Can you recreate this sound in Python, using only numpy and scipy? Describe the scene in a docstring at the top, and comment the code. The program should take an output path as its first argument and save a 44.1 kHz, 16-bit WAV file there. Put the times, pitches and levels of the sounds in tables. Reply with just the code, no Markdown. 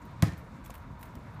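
"""A low outdoor rumble with a faint whine, and shoes scuffing on a gritty court beside a house.
Then a volleyball is passed off the forearms: skin slaps on leather, the flexing ball booms
and the air inside it rings. The house answers with echoes and the yard scatters a short tail.
A player steps into place, soles crunching on grit and landing with soft thuds."""
import sys
import numpy as np
from scipy import signal
from scipy.fft import rfft, irfft
from scipy.io import wavfile

SR = 44100
rng = np.random.default_rng(int(sys.argv[2]) if len(sys.argv) > 2 else 0)


def generate_wav(signal):
    """Clip the signal to [-1, 1] and save it as 16-bit WAV at the path in sys.argv[1]."""
    frames = np.transpose(np.atleast_2d(signal))
    scaled = np.clip(frames, -1, 1) * 32767
    pcm = np.round(scaled).astype(np.int16)
    wavfile.write(sys.argv[1], SR, pcm)


N = 61739
T = np.arange(N) / SR

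# colour of the outdoor bed: f/Hz, relative density/dB
BED_COLOUR = [(15, -35), (25, -7), (49, 1), (96, 0.5), (140, -2), (246, -7), (410, -19), (648, -16),
              (804, -20), (945, -13.5), (1200, -18), (1340, -19), (1900, -26), (2170, -26.5), (3260, -39),
              (3530, -35), (5140, -43), (6920, -44.5), (10100, -51), (14300, -51), (15500, -54)]

# colour of crushed grit: f/Hz, relative density/dB
GRIT_COLOUR = [(200, -20), (900, 10), (1800, 10), (2800, 4.5), (5000, -4), (7000, -3.5), (10000, -2),
               (14500, -3.5)]
# shoe scuffs: t/s, level/dB, fade to 1/e/s, bright peak f/Hz
SHOE_SCUFFS = [(0.017, -60.5, 0.011, 6900), (0.051, -59, 0.0097, 14500), (.108, -69, 0.013, 12800),
               (.377, -57, 0.011, 13000), (.386, -65, 0.013, 13000), (0.44, -70.5, 0.019, 9900),
               (0.64, -59, .012, 7450), (.649, -58, .006, 14000), (0.6578, -48, 0.0026, 14300),
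               (0.66, -43.5, 0.0032, 13400), (0.676, -58, 0.0044, 13000), (.7003, -51, 0.0027, 11800),
               (.7035, -48.5, 0.0057, 7200), (0.7402, -47, 0.0085, 14300), (.752, -55, 0.0057, 12400),
               (.7535, -51, 0.004, 2700), (0.778, -54.5, 0.0048, 13400), (.992, -62, 0.027, 14000),
               (1.01, -54.5, 0.0079, 14500), (1.0282, -45.5, 0.0044, 12900), (1.029, -50, 0.0041, 3730),
               (1.053, -58, 0.015, 14700), (1.153, -54, 0.0032, 15000), (1.152, -55.5, 0.0068, 5400),
               (1.341, -69, .01, 11500)]

HIT_S = .2237
BOOM_S = HIT_S + .001  # the ball is squeezed before it booms
# the forearms land one after the other: t/s after the hit, level/dB
FOREARMS = [(0, -10), (.0012, -8)]
# boom of the flexing ball: f/Hz, level/dB, rise/s
BOOM_MODES = [(100, -15.3, .0094), (169, -15, .0092), (290, -27, .009)]
# ring of the air inside the ball: f/Hz, level/dB, t60/s
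AIR_MODES = [(391, -39, 0.075), (527, -37, 0.066), (676, -32.5, 0.057), (822, -36, 0.12),
             (1054, -40.5, 0.086), (1265, -40.5, 0.11), (1813, -52, 0.46), (1946, -34.5, 0.036),
             (2410, -68, 0.27), (2760, -50, 0.078), (3240, -38, .015), (4800, -42, .012),
             (6540, -34, 0.013)]

# scatter off the nearby court and fence: f/Hz, relative density/dB
SCATTER_COLOUR = [(100, -14), (350, 3), (800, 13.5), (1300, 8.5), (2200, 6), (4000, -6.5), (9000, -8),
                  (15000, -10)]
# colour of the yard's tail: f/Hz, relative density/dB
TAIL_COLOUR = [(40, -22), (75, 5.5), (120, 3), (180, -2), (300, -6.5), (600, -23), (1200, -24),
               (2000, -22.5), (3200, -32.5), (5000, -31.5), (9000, -39.5), (15000, -45.5)]
# swell of the tail, quickest in the treble: f/Hz, rise/s
TAIL_SWELL = [(150, 0.023), (600, 0.028), (2000, 0.02), (8000, 0.006)]
# decay of the tail: f/Hz, t60/s
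TAIL_DECAY = [(100, 0.38), (500, 0.34), (2000, 0.39), (6000, 0.33), (14000, 0.27)]
# echoes off the house: t/s after the hit, level/dB relative to it
HOUSE_ECHOES = [(.048, -17.5), (0.0596, -18.5), (.099, -25), (.111, -26.5), (.148, -30)]

# footfalls: t/s, thud level/dB, knock level/dB
FOOTFALLS = [(.696, -50, -39), (.905, -40, -65), (1.168, -42.5, -70)]
# thud of the weight landing: f/Hz, relative level/dB, t60/s
THUD_MODES = [(69, 1, 0.15), (138, 2.5, 0.18)]
# knock of a sole: f/Hz, relative level/dB, t60/s
SOLE_MODES = [(516, -3.5, 0.033), (704, -2, 0.028), (1110, -3, 0.037)]


def from_db(db):
    """Decibels to gain."""
    return 10 ** (np.asarray(db) / 20)


def unit_rms(x):
    """Scale to rms 1."""
    return x / np.sqrt(np.mean(x ** 2) + 1e-20)


def at_hz(points, hz):
    """Read a table on a log-frequency axis."""
    freqs, values = np.transpose(points)
    return np.interp(np.log(hz), np.log(freqs), values)


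def since(s):
    """Time since s, zero before."""
    return np.maximum(T - s, 0)


def delayed(x, s):
    """The same sound s seconds later."""
    return np.interp(np.arange(N) - np.round(s * SR), np.arange(N), x, left=0)


def butter(x, hz, kind, order=2):
    """Butterworth low- or high-pass."""
    return signal.sosfilt(signal.butter(order, hz, kind, fs=SR, output="sos"), x + 1e-18)


def resonance(x, hz, width_hz):
    """Band-pass with gain 1 at its peak."""
    r = np.exp(-np.pi * width_hz / SR)
    feedback = [1, -2 * r * np.cos(2 * np.pi * hz / SR), r * r]
    return signal.lfilter((1 - r * r) / 2 * np.array([1, 0, -1]), feedback, x)


def noise(colour):
    """Noise of a given colour, rms 1."""
    hz = np.maximum(np.fft.rfftfreq(2 * N, 1 / SR), 1)
    white = rfft(rng.standard_normal(2 * N))
    return unit_rms(irfft(white * from_db(at_hz(colour, hz)))[:N])


def octaves(x):
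    """Split into overlapping octave bands that sum to the whole: (f/Hz, band) pairs."""
    centres = 31.25 * 2. ** np.arange(10)
    log_hz = np.log(np.maximum(np.fft.rfftfreq(2 * N, 1 / SR), 1))
    spectrum = rfft(x, 2 * N)
    for hz in centres:
        weight = np.interp(log_hz, np.log(centres), 1. * (centres == hz))
        yield hz, irfft(spectrum * weight)[:N]


def drift(rate_hz):
    """Smooth random wander, rms 1."""
    r = np.exp(-2 * np.pi * rate_hz / SR)
    return unit_rms(signal.lfilter([1], [1, -2 * r, r * r], rng.standard_normal(2 * N))[N:])


def ring(modes, s):
    """Modes struck at time s, alternating in sign."""
    t = since(s)
    return sum((-1) ** k * from_db(db - 60 * t / t60) * np.sin(2 * np.pi * hz * t)
               for k, (hz, db, t60) in enumerate(modes))


def outdoor_bed():
    """Low uneven rumble and far hiss, each octave wavering on its own."""
    bed = np.zeros(N)
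    for hz, band in octaves(noise(BED_COLOUR)):
        flicker_db = 2.5 if hz < 500 else 1.73
        bed += band * from_db(flicker_db * drift(rate_hz=8.2))
    return from_db(-46) * unit_rms(butter(bed, 47.3, "high"))  # the deepest rumble rolls off


def far_whine(hz=953.6, width_hz=13.4):
    """A thin, faint tone that wanders in level and phase."""
    phase = 2 * np.pi * hz * T
    return from_db(-65) * unit_rms(drift(width_hz) * np.sin(phase) + drift(width_hz) * np.cos(phase))


def scuffs(attack_s=.00074, crunch_db=3, tail_s=.018):
    """Soles crush grit in short bursts, each with its own bright peak and a faint tail."""
    grit = noise(GRIT_COLOUR) * from_db(crunch_db * np.clip(drift(rate_hz=460), -2, 2))
    bursts, power = np.zeros(N), np.zeros(N)
    for s, db, fade_s, hz in SHOE_SCUFFS:
        t = since(s)
        press = from_db(db) * np.minimum(t / attack_s, 1) * np.exp(-t / fade_s)
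        bright = from_db(11) * resonance(grit, hz, width_hz=1650)
        bursts += press * unit_rms(grit + bright)
        power += press ** 2
    r = np.exp(-1 / (tail_s * SR))
    afterglow = np.sqrt(signal.lfilter([1 - r], [1, -r], power))
    return bursts + from_db(-6.5) * afterglow * noise(GRIT_COLOUR)


def forearm_slap(crack_db=-17.5, crack_t60_s=.0083):
    """Each forearm clicks against the leather, which creases with a brief crack."""
    slap = np.zeros(N)
    for lag_s, db in FOREARMS:
        t = since(HIT_S + lag_s)
        contact = from_db(crack_db - 60 * t / crack_t60_s) * (t > 0) * rng.standard_normal(N)
        contact[np.argmax(t > 0)] -= 2  # the click of skin, one sample long
        slap += from_db(db) * contact
    slap = butter(slap, 2260, "high", order=1)
    return butter(slap, 5070, "low", order=1)


def ball_boom():
    """The boom swells while the ball is squeezed and dies within a few cycles."""
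    t = since(BOOM_S)
    boom = np.zeros(N)
    for k, (hz, db, rise_s) in enumerate(BOOM_MODES):
        swell = t / rise_s * np.exp(.5 - .5 * (t / rise_s) ** 2)
        boom -= (-1) ** k * from_db(db) * swell * np.sin(2 * np.pi * hz * t)
    return boom


def ball_air(release_s=.0086):
    """The air inside rings on impact, then again, duller, as the ball snaps back into shape."""
    release = butter(ring(AIR_MODES, HIT_S + release_s), 2380, "low")
    return ring(AIR_MODES, BOOM_S) + from_db(-1.5) * release


def yard_reverb(scatter_t60_s=.069):
    """Quick scatter off court and fence, and a tail that swells and dies band by band."""
    t = since(BOOM_S)
    scatter = noise(SCATTER_COLOUR) * (t > 0) * from_db(-30.5 - 60 * t / scatter_t60_s)
    tail = np.zeros(N)
    for hz, band in octaves(noise(TAIL_COLOUR)):
        swell = 1 - np.exp(-(t / at_hz(TAIL_SWELL, hz)) ** 2)
        tail += band * swell * from_db(-60 * t / at_hz(TAIL_DECAY, hz))
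    return scatter + from_db(-25.5) * tail


def house_echoes(hit):
    """The wall throws the hit back as darker slapbacks."""
    echoes = sum(from_db(db) * delayed(hit, s) for s, db in HOUSE_ECHOES)
    return butter(echoes, 5700, "low", order=1)


def footsteps():
    """The player's weight lands with a thud and the sole knocks."""
    return sum(from_db(thud_db) * ring(THUD_MODES, s) + from_db(knock_db) * ring(SOLE_MODES, s)
               for s, thud_db, knock_db in FOOTFALLS)


def scene():
    """Mono mix of the pass, its reflections, the footwork and the outdoor bed."""
    hit = forearm_slap() + ball_boom() + ball_air()
    reflections = yard_reverb() + house_echoes(hit)
    footwork = scuffs() + footsteps()
    return (hit + reflections + footwork + outdoor_bed() + far_whine())[None]


def record(dry):
    """A steep low-pass shaves off the very top."""
    return signal.sosfilt(signal.ellip(10, .1, 80, 15250, fs=SR, output="sos"), dry)


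dry = scene()
out = record(dry)
generate_wav(out)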